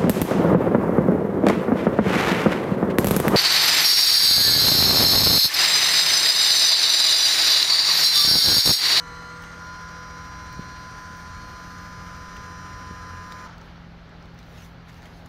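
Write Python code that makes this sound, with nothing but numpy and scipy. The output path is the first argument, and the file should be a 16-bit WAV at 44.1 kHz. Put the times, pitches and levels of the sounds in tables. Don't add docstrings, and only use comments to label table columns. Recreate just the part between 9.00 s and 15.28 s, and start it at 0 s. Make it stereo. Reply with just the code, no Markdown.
import sys
import numpy as np
from scipy import signal
from scipy.fft import rfft, irfft, next_fast_len
from scipy.io import wavfile
from scipy.ndimage import uniform_filter1d, map_coordinates

SR = 44100
rng = np.random.default_rng(int(sys.argv[2]) if len(sys.argv) > 2 else 0)


def transcribe(u):
    v = np.clip(np.atleast_2d(u).T, -1, 1)
    q = np.round(v * 32767).astype(np.int16)
    wavfile.write(sys.argv[1], SR, q)


N = 277149
T = np.arange(N) / SR
RIGHT = np.array([[0], [1]])

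# (time [s], speed [turns/s])
SHAFT_SPEED = [(0, 197.6), (.17, 199.3), (.55, 201.5), (.65, 202.4), (.8, 202.92), (2.8, 202.87),
               (3.07, 202.55), (3.4, 202.95), (4, 202.8), (4.455, 203.3), (4.5, 197)]
# (time [s], share [0-1])
RUN_UP = [(.5, 1), (.62, 0)]
# (order, pan [dB], right lag [cycles])
MAIN_ORDERS = [(5, -1, 0), (6, 5, 0), (7, 4, 0), (20, -1, -.16), (21, 0, -.12), (25, 0, 0), (28, 2, 0),
               (31.5, 9, 0), (42, 14, -.15)]
# (mid-haul level [dB], run-up change [dB], trend [dB/s])
MAIN_LEVELS = [(-44, -2.5, -0.5), (-51, 2, 1.2), (-48.5, -1, -1.96), (-55.5, 5, 0.5), (-55, 1.5, -0.5),
               (-62, -3, 0.8), (-59.5, -13, -1.5), (-71, 5.5, -1), (-78.5, 10.5, 1)]
# (order, level [dB], pan [dB], run-up change [dB])
WEAK_ORDERS = [(1, -61, 2, 0), (1.5, -64, 2, 0), (3, -69, 3, 0), (4.5, -66, 2, 0), (6.6, -62, 2, 0),
               (7.5, -59.5, 3, -4), (8, -62, 2, -5), (8.5, -60, 2, 0), (8.79, -67, -4, 3), (9, -64, 1, 7),
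               (10, -62.5, 4, 6), (11.12, -71, 9, 0), (12, -65, 8, -3), (14, -68, 5, 0), (15, -67, 8, 0),
               (15.54, -72, 6, 0), (17.5, -69, 0, 0), (19, -61, -1, -4), (20.41, -70, 0, 0),
               (21.5, -71, 0, 0), (21.63, -70, 0, 0), (22, -62, -5, -1), (22.8, -71, -4, 0),
               (23, -70, -4, 0), (24, -67, -1, 0), (25.85, -76, 0, 0), (26, -70, 1, -3), (27, -75, 2, 2),
               (27.36, -75, 2, 0), (29, -71, 5, -5), (30, -67, 7, -2), (30.89, -75, 10, 0),
               (31, -75, 10, -1), (34, -85, 10, 4), (35, -75, 12, 3), (40, -80, 8, 0), (45, -85, 9, 0),
               (49, -77, 4, 1), (50, -82, 3, 0), (56, -83, -6, 0), (60, -88, -2, 0), (65, -84, -7, 0),
               (68, -92, -3, 0), (70, -85, -3, 0)]
# (order, level [dB], pan [dB], run-up change [dB])
GEAR_ORDERS = [(3, -62, 1, 8), (7, -61, 9, 5), (8, -57, 2, -2), (9, -57.5, 3, 1), (10, -53.5, 1, -8),
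               (11, -58, 0, 2), (12, -66, 2, 8), (13, -65, 8, 3), (14, -68, 6, 6), (16, -72, 6, 2),
               (17, -72, 5, 0)]
# (order, time [s], half width [s], gain [dB], pan [dB], right lag [cycles])
ORDER_WAVERS = [(5, .5, .1, -9, 0, 0), (5, .72, .1, 2, 0, 0), (6, .35, .08, 6, 0, 0),
                (6, 1.7, .35, -5, 0, 0), (7, .3, .15, 2, 0, 0), (7, .52, .1, -2, 0, 0),
                (15, .12, .2, 4, 0, -.35), (15, .7, .45, 2, -10, 0), (15, 1.6, .2, 4, 0, 0),
                (15, 3.6, 1.3, 0, 0, .3), (15, 3.9, .25, 4, 0, 0), (19, 2.2, 3, 0, 0, -.06),
                (20, .2, .2, 0, 9, 0), (20, .38, .15, -8, 0, 0), (20, 1, .4, 0, -5, -.08),
                (20, 1.6, .25, -4, -7, -.3), (20, 3.5, .5, 1, 0, .16), (20, 4.2, .4, -3, -8, 0),
                (21, .1, .12, 5, -3, -.12), (21, .28, .13, 0, -11, 0), (21, .72, .12, 1, 8, 0),
                (21, 1.7, .3, 3, 6, .1), (21, 2.45, .2, -3, 13, .1), (21, 2.8, .2, -3, 3, -.28),
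                (21, 3.1, .45, -8, 0, 0), (22, .1, .2, -6, 4, 0), (22, 2.5, .45, -8, -5, .15),
                (22, 3.4, .25, -4, 0, 0), (23, .7, .25, -3, 0, 0), (23, 2.2, .4, 3, 0, .1),
                (24, 1.3, .35, 0, -8, 0), (24, 1.85, .2, 4, 0, 0), (24, 2.1, 1.6, 0, 0, .33),
                (24, 2.2, .2, 0, 7, 0), (24, 4.1, .7, -6, 0, 0), (25, .1, .15, -1, 9, .3),
                (25, .5, .1, 0, 0, -.2), (25, 1, .35, 3, -7, 0), (25, 2.9, .5, 0, 6, 0),
                (25, 3.5, .6, 0, 0, .22), (25, 3.9, .15, 0, -5, 0), (28, .08, .07, 6, 0, 0),
                (28, 2.7, .55, -3, 2, 0), (28, 3.1, .8, 0, 0, .2), (28, 3.6, .25, 1, 0, 0),
                (28, 4.1, .45, 0, -6, 0), (30, .05, .1, 6, 0, 0), (30, .6, .45, -5, 0, .2),
                (30, 2.1, .5, 3, 0, 0), (30, 2.8, .2, 0, 6, .25), (30, 4.2, .45, -8, -8, 0),
                (31.5, .54, .1, 3, 0, 0), (31.5, 1.5, .3, 0, -13, -.2), (31.5, 2.15, .2, 5, 0, -.15),
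                (31.5, 2.8, .5, 0, 9, 0), (31.5, 4.15, .4, -7, 0, 0), (35, .3, .09, -6, 0, 0),
                (42, 2.1, .8, 6, 0, 0), (42, 4.3, .3, -5, 0, 0)]
# (offset [7 shaft orders], level [dB], pan [dB], right lead [cycles])
DRIVE_TONES = [(-5, -75, 1, 0), (-4, -80, 12, .14), (-3, -84, 14, .14), (-2, -79, 7, .24),
               (-1, -77.5, -8, .28), (0, -78, -3, .55), (1, -77, -5, .19)]
# (time [s], base gain [dB])
POWER_CUT = [(4.43, 0), (4.455, 1), (4.473, -3), (4.49, -22), (4.56, -45)]
# (time [s], level [dB])
BRUSH_LEVEL = [(0.0, -41.5), (0.6, -39.5), (1.25, -39.5), (4.33, -41), (4.44, -40.5)]
# (frequency [Hz], relative density [dB])
BRUSH_SPECTRUM = [(300, -22), (600, -24), (950, -13.5), (1090, -14.5), (1340, -8), (1385, -5.5),
                  (1420, -12.5), (1458, -6.5), (1510, -11), (1650, -10), (1900, -13.5), (2250, -15),
                  (2600, -24), (3050, -15.5), (3500, -17.5), (4400, -16), (5100, -19.5), (6100, -19),
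                  (7800, -36), (9600, -30.5), (10600, -47), (11300, -27.5), (12200, -42), (14200, -36),
                  (15500, -76)]
# (frequency [Hz], left-right likeness [0-1])
WINCH_LIKENESS = [(500, .84), (1700, .55), (2300, .85), (6000, .72), (6900, .35), (8500, .1), (11000, .1),
                  (12000, .5), (14000, .2)]
# (time [s], body gain [dB], hiss gain [dB])
COAST_GAINS = [(4.43, -4.5, -13), (4.47, -4, -17), (4.5, -1.5, -16), (4.57, -8, -25.5), (4.68, -9.5, -32),
               (4.85, -12, -45)]
# (frequency [Hz], relative density [dB])
SCUFF_SPECTRUM = [(2900, -27), (3300, -8), (3520, 12), (3750, -8), (4400, 1), (4800, 0), (5300, -8),
                  (5700, -10), (6200, -4), (7200, -7), (8500, -33), (10000, -120)]

# (time [s], firing rate [Hz])
FIRING_RATE = [(0, 168.2), (1, 167), (2.1, 167), (2.4, 170), (2.75, 174), (4.1, 174.2), (4.4, 172),
               (4.7, 169), (5.2, 168.7), (6.28, 168)]
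# (crank order, relative level [dB])
EXHAUST_ORDERS = [(0.5, -32), (1, -9), (1.5, -5), (2, -1), (2.5, -13.5), (3, -3), (3.5, -16.5), (4, 0),
                  (4.5, -22), (5, -16), (5.5, -15.5), (6, -12.5), (6.5, -16.5), (7, -26)]
# (frequency [Hz], relative density [dB])
RUMBLE_SPECTRUM = [(12, -11), (25, -10), (45, 2.5), (75, 1), (110, -2), (200, -12), (320, -19.5),
                   (700, -120)]
# (time [s], half width [s], rise [dB])
RUMBLE_SWELLS = [(1.55, 0.11, 6), (2.5, 0.6, 4.5), (3.75, 0.87, 5), (5.45, 0.094, 1)]
# (frequency [Hz], relative density [dB])
BAY_SPECTRUM = [(120, -15), (220, -6.5), (320, -9.5), (450, -7.5), (800, -6), (1050, -9), (1400, -13),
                (2500, -18.5), (4300, -21), (6000, -34), (8000, -50.5), (10500, -53), (11500, -42),
                (15700, -69)]
# (frequency [Hz], left-right likeness [0-1])
CAR_LIKENESS = [(30, 0.99), (60, 1), (130, 0.95), (290, 0.82), (640, .55), (950, .5), (1400, 0),
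                (15000, 0.11)]

# (time [s], body level [dB], pitch [Hz], treble level [dB], pan [dB])
TWIG_SNAPS = [(0.422, -38, 5560, -51, 3), (0.4383, -36, 2960, -55, 1), (1.5272, -38, 4900, -50, -4),
              (2.17, -46, 6000, -55, -1), (3.165, -41, 6000, -55, 0), (3.366, -35, 2600, -73, 1),
              (3.3682, -39, 2700, -66, 1), (3.462, -46, 7000, -61.5, -2), (4.322, -29.5, 3760, -60, 9),
              (4.3265, -39, 4530, -78, 4), (4.581, -41, 4530, -69, 6), (4.614, -45, 5700, -72, 2),
              (5.094, -58, 7540, -78, 9), (5.226, -48, 5500, -79, 0), (5.256, -48, 4000, -77, 5),
              (5.344, -54, 4500, -66, 6), (5.379, -53, 5500, -70, -7), (5.389, -42.5, 5700, -70, 12),
              (5.391, -43, 3770, -75, 6), (5.403, -47, 1300, -75.5, 0), (5.429, -43, 4000, -73, 2.5),
              (5.526, -45, 2900, -75, 2), (5.574, -46, 4000, -69, 2), (5.604, -45, 3000, -72, 0),
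              (5.621, -41, 2800, -67, 2), (5.66, -41, 2000, -75, 2), (5.885, -50, 4500, -68, -1.5),
              (5.894, -40, 1780, -76, -2), (5.897, -45, 3000, -75, 0), (5.929, -47, 4800, -78, 3),
              (5.943, -43, 4600, -74, 3), (5.976, -55, 2600, -81, 3), (6.021, -41, 1800, -78, 2),
              (6.029, -40, 2000, -78, 4), (6.038, -47, 4200, -78, 4), (6.056, -38, 3160, -74, 7),
              (6.26, -46, 6960, -54, 8)]
# (time [s], level [dB], pitch [Hz], edge time [s])
THUDS = [(1.5964, -24.5, 150, 1.5947), (3.3875, -33.5, 69.4, 3.385), (3.521, -38, 79.5, 3.523),
         (3.9107, -29.5, 135, 3.9121)]
# (time [s], level [dB], tilt [dB/octave])
BACKLASH_KNOCKS = [(4.46, -38.5, -10), (4.489, -35, 5), (4.535, -42, 5), (4.576, -44, 3), (4.612, -36.5, 5),
                   (4.668, -45, 5)]
# (frequency [Hz], bandwidth [Hz], gain [dB])
CASING_MODES = [(906, 44, 0.5), (1320, 47, 6), (1780, 90, -7), (2700, 250, -9), (4400, 500, -2)]
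# (peak time [s], build-up [s], rustle level [dB], crunch level [dB])
MOVES = [(4.5, .01, -78, -58), (4.66, 0.18, -67, -60), (5.25, .1, -74, -68), (5.392, 0.018, -69, -52),
         (5.52, 0.11, -65, -58), (5.58, .1, -59, -54), (5.65, 0.18, -54.5, -54.5), (5.89, 0.018, -57, -54),
         (5.98, 0.091, -60, -62), (6.06, 0.056, -58, -58), (6.18, 0.13, -59, -63), (6.26, .02, -64, -76)]
# (frequency [Hz], relative density [dB])
RUSTLE_SPECTRUM = [(710, -59), (1200, -21), (1620, -8), (2470, -25), (2810, -4), (4910, -6.5), (6360, -7),
                   (7800, -19.5), (11700, -11.5), (15700, -19)]
# (frequency [Hz], relative density [dB])
CRUNCH_SPECTRUM = [(900, -31), (1500, -1), (2800, -4.5), (4800, -8), (6500, -16), (9000, -48)]
# (frequency [Hz], pan [dB])
PORT_PAN = [(30, -2), (110, 3), (200, 4.5), (700, 4), (1290, 2), (2380, 5.5), (4400, -1.5), (8120, 14),
            (15000, -11)]

GEAR_RATIO, SLOW_GEAR_RATIO = 30 / 37, 5 / 74
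WINCH_LEAD_S, BAY_LEAD_S = 6.5 / SR, 22 / SR


def amp(db):
    return np.exp(np.asarray(db) * np.log(10) / 20)


def unit_rms(x):
    return x / np.sqrt(np.mean(x ** 2) + 1e-20)


def log_interp(points, hz):
    f, v = np.transpose(points)
    return np.interp(np.log(hz + 1), np.log(f + 1), v)


def curves(rows):
    times_s, *columns = np.transpose(rows)
    return [np.interp(T, times_s, column) for column in columns]


def bell(at_s, half_width_s):
    return np.exp(-((T - at_s) / half_width_s) ** 2)


def wobble(rate_hz):
    knots = rng.standard_normal(int(N * rate_hz / SR) + 4)
    return np.interp(T, T[::64], map_coordinates(knots, [T[::64] * rate_hz]))


def filtered(x, response):
    size = next_fast_len(N + SR // 4)
    return irfft(rfft(x, size) * response(np.fft.rfftfreq(size, 1 / SR)), size)[..., :N]


def pan_gains(pan_db):
    return amp(np.array([[.5], [-.5]]) * pan_db)


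def leftward(x, lead_s):
    return filtered(x, lambda hz: np.exp(1j * np.pi * hz * lead_s * np.array([[1], [-1]])))


def tone(cycles, db, pan_db, drift_db, flutter_db):
    level = amp(db + drift_db * wobble(1.464) + flutter_db * wobble(14))
    phase = np.float32(2 * np.pi * ((cycles + rng.random()) % 1))
    return pan_gains(pan_db) * np.sqrt(2) * level * np.sin(phase)


def noise(spectrum, likeness, patchy_db, gate=1):
    def mid_side(hz):
        angle = np.arccos(np.clip(log_interp(likeness, hz), -1, 1)) / 2
        return amp(log_interp(spectrum, hz)) * [np.cos(angle), np.sin(angle)]

    bins = signal.stft(rng.standard_normal((2, N)), nperseg=512)[2]
    patches = uniform_filter1d(rng.standard_normal(bins.shape[1:]), size=6, axis=0)
    patches = unit_rms(uniform_filter1d(patches, size=10, axis=1))
    pair = gate * signal.istft(bins * amp(patchy_db * patches), nperseg=512)[1][:, :N]
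    mid, side = filtered(pair, mid_side)
    stereo = np.array([mid + side, mid - side])
    return unit_rms(filtered(stereo, lambda hz: pan_gains(log_interp(PORT_PAN, hz))))


def waver(order):
    changes = (np.outer(change, bell(at_s, width_s))
               for k, at_s, width_s, *change in ORDER_WAVERS if k == order)
    return sum(changes, np.zeros((3, 1)))


def shaft_whine(turns, cut_db, mid_haul_s=2.5, roam_db=3, right_lead_cycles=.05):
    run_up = curves(RUN_UP)[0]
    out = np.zeros((2, N))
    for (order, pan_db, lag), (db, run_up_db, trend_db_per_s) in zip(MAIN_ORDERS, MAIN_LEVELS):
        swell_db, shift_db, slip = waver(order)
        level_db = db + run_up * run_up_db + trend_db_per_s * (T - mid_haul_s) + swell_db
        level_db += cut_db * np.sqrt(order / 5)
        cycles = order * turns - (lag + slip) * RIGHT
        out += tone(cycles, level_db, pan_db + shift_db, drift_db=1.6, flutter_db=0.42)
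    for ratio, table in ((1, WEAK_ORDERS), (GEAR_RATIO, GEAR_ORDERS)):
        for order, db, pan_db, run_up_db in table:
            swell_db, shift_db, slip = waver(order * ratio)
            level_db = db + run_up * run_up_db + swell_db + 2 * cut_db
            cycles = order * ratio * turns + (right_lead_cycles - slip) * RIGHT
            roaming_pan_db = pan_db + shift_db + roam_db * wobble(1.5)
            out += tone(cycles, level_db, roaming_pan_db, drift_db=1.5, flutter_db=2)
    return out


def drive_whistle(turns, cut_db, switch_hz=12657.3):
    gain_db = 3 * bell(2.8, 0.63) + 2 * cut_db
    out = np.zeros((2, N))
    for step, db, pan_db, lead in DRIVE_TONES:
        cycles = switch_hz * T + 7 * step * turns + lead * RIGHT
        out += tone(cycles, db + gain_db, pan_db, drift_db=1.6, flutter_db=2)
    return out


def brushes(turns, slow_rad, body_db, hiss_db, crossover_hz=4800):
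    chop = 1 + 0.067 * np.sin(2 * np.pi * turns) + 0.13 * np.sin(4 * np.pi * turns)
    sway_db = 1.53 * np.sin(slow_rad + 0.75) + 0.44 * np.sin(2 * slow_rad + 1.2)
    level_db = curves(BRUSH_LEVEL)[0] + 0.74 * wobble(9.1) + sway_db
    brush = amp(level_db) * noise(BRUSH_SPECTRUM, WINCH_LIKENESS, patchy_db=1, gate=chop)
    body = filtered(brush, lambda hz: 1 / (1 + (hz / crossover_hz) ** 6))
    return body * amp(body_db) + (brush - body) * amp(hiss_db)


def gear_scuff(slow_rad, hiss_db):
    contact = np.exp(9 * (np.cos(slow_rad - .35) - 1))
    level_db = -51.5 + hiss_db + 1.4 * wobble(16)
    return amp(level_db) * noise(SCUFF_SPECTRUM, WINCH_LIKENESS, patchy_db=-4, gate=contact)


def exhaust(crank_turns, firing_db=-49, orders_db=-52.5):
    out = tone(4 * crank_turns, firing_db, pan_db=2.5, drift_db=1, flutter_db=.8)
    for order, db in EXHAUST_ORDERS:
        if order != 4:
            cycles = order * crank_turns + 0.18 * wobble(6)
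            out += tone(cycles, orders_db + db, pan_db=1, drift_db=2.5, flutter_db=2)
    return out


def engine_rumble(rest_db=-50):
    swell_db = sum(db * bell(at_s, width_s) for at_s, width_s, db in RUMBLE_SWELLS)
    return amp(rest_db + swell_db) * noise(RUMBLE_SPECTRUM, CAR_LIKENESS, patchy_db=-0.5)


def engine_bay(crank_turns, belt_hz=823.6):
    whine = tone(belt_hz * T, db=-66.5, pan_db=6.2, drift_db=1, flutter_db=2.5)
    valves = 1 + 0.032 * np.sin(2 * np.pi * crank_turns)
    level_db = -47.5 + 0.66 * wobble(7.2)
    rush = noise(BAY_SPECTRUM, CAR_LIKENESS, patchy_db=1, gate=valves)
    return whine + amp(level_db) * leftward(rush, BAY_LEAD_S)


def twig_snaps(attack_s=0.0004, ring_t60_s=0.0052, grit_t60_s=0.016, treble_t60_s=0.021):
    out = np.zeros((2, N))
    t = T[:SR // 30]
    onset = 1.8 * (1 - np.exp(-t / attack_s))
    for at_s, db, hz, treble_db, pan_db in TWIG_SNAPS:
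        phase = 2 * np.pi * hz * t
        ring = np.sin(phase) + 0.34 * np.sin(.45 * phase) + 0.12 * np.sin(1.55 * phase)
        grit = uniform_filter1d(rng.standard_normal((2, len(t))), size=4)
        body = amp(-60 * t / ring_t60_s) * ring + 0.69 * amp(-60 * t / grit_t60_s) * grit
        treble = np.diff(rng.standard_normal((2, len(t) + 2)), 2) / 2
        snap = amp(db) * body + amp(treble_db - 60 * t / treble_t60_s) * treble
        start = round(at_s * SR)
        out[:, start:start + len(t)] += (pan_gains(pan_db) * snap * onset)[:, :N - start]
    return out


def thuds(edge_hz=370, edge_width_s=0.0018, edge_db=-7):
    out = np.zeros((2, N))
    for at_s, db, hz, edge_s in THUDS:
        spread = (np.pi * hz * (T - at_s)) ** 2
        pulse = (2 * spread - 1) * np.exp(-spread)
        edge = bell(edge_s, edge_width_s) * np.sin(2 * np.pi * edge_hz * (T - edge_s))
        out += amp(db) * pan_gains(2.4) * (pulse + amp(edge_db) * np.sign(edge_s - at_s) * edge)
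    return out


def backlash(attack_s=0.0057, pivot_hz=1340):
    out = np.zeros((2, N))
    t = T[:SR // 8]
    for at_s, db, tilt_db_per_octave in BACKLASH_KNOCKS:
        ring = np.zeros(len(t))
        for hz, width_hz, mode_db in CASING_MODES:
            gain = amp(mode_db + rng.normal(0, 2.1) + tilt_db_per_octave * np.log2(hz / pivot_hz))
            ring += gain * np.exp(-np.pi * width_hz * t) * np.sin(2 * np.pi * hz * t)
        start = round(at_s * SR)
        out[:, start:start + len(t)] += amp(db) * ring * (1 - np.exp(-t / attack_s))
    return out


def movement_gain(levels_db, decay_db_per_s, fidget_db, build_db=13.5, fidget_from_s=4.5):
    power = amp(2 * fidget_db) * (T > fidget_from_s)
    for (peak_s, build_s, *_), db in zip(MOVES, levels_db):
        drop_db = np.where(T < peak_s, build_db * (peak_s - T) / build_s, decay_db_per_s * (T - peak_s))
        power += amp(2 * (db - drop_db))
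    return np.sqrt(power)


def footsteps(crackles_per_s=700, breaks_per_s=300):
    *_, rustle_db, crunch_db = np.transpose(MOVES)
    crackle = 1 + (rng.random(N) < crackles_per_s / SR) * amp(6 * rng.random(N))
    rustle = noise(RUSTLE_SPECTRUM, likeness=[(1000, 0.11)], patchy_db=3, gate=crackle)
    breaks = (rng.random(N) < breaks_per_s / SR) * amp(6.6 * rng.random(N))
    bursts = uniform_filter1d(breaks + 0.025, size=40)
    crunch = noise(CRUNCH_SPECTRUM, likeness=[(1000, 0.24)], patchy_db=8, gate=bursts)
    return (rustle * movement_gain(rustle_db, decay_db_per_s=200, fidget_db=-79)
            + crunch * movement_gain(crunch_db, decay_db_per_s=406, fidget_db=-82))


def scene():
    turns = np.cumsum(curves(SHAFT_SPEED)[0]) / SR
    slow_rad = 2 * np.pi * SLOW_GEAR_RATIO * turns
    crank_turns = np.cumsum(curves(FIRING_RATE)[0]) / SR / 4
    cut_db = curves(POWER_CUT)[0]
    body_db, hiss_db = curves(COAST_GAINS)
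    winch = shaft_whine(turns, cut_db) + drive_whistle(turns, cut_db)
    winch += brushes(turns, slow_rad, body_db, hiss_db) + gear_scuff(slow_rad, hiss_db) + backlash()
    car = exhaust(crank_turns) + engine_rumble() + engine_bay(crank_turns)
    man = footsteps() + twig_snaps() + thuds()
    return leftward(winch, WINCH_LEAD_S) + car + man


def record(dry):
    return filtered(dry, lambda hz: hz < 15750)


dry = scene()
out = record(dry)
transcribe(out)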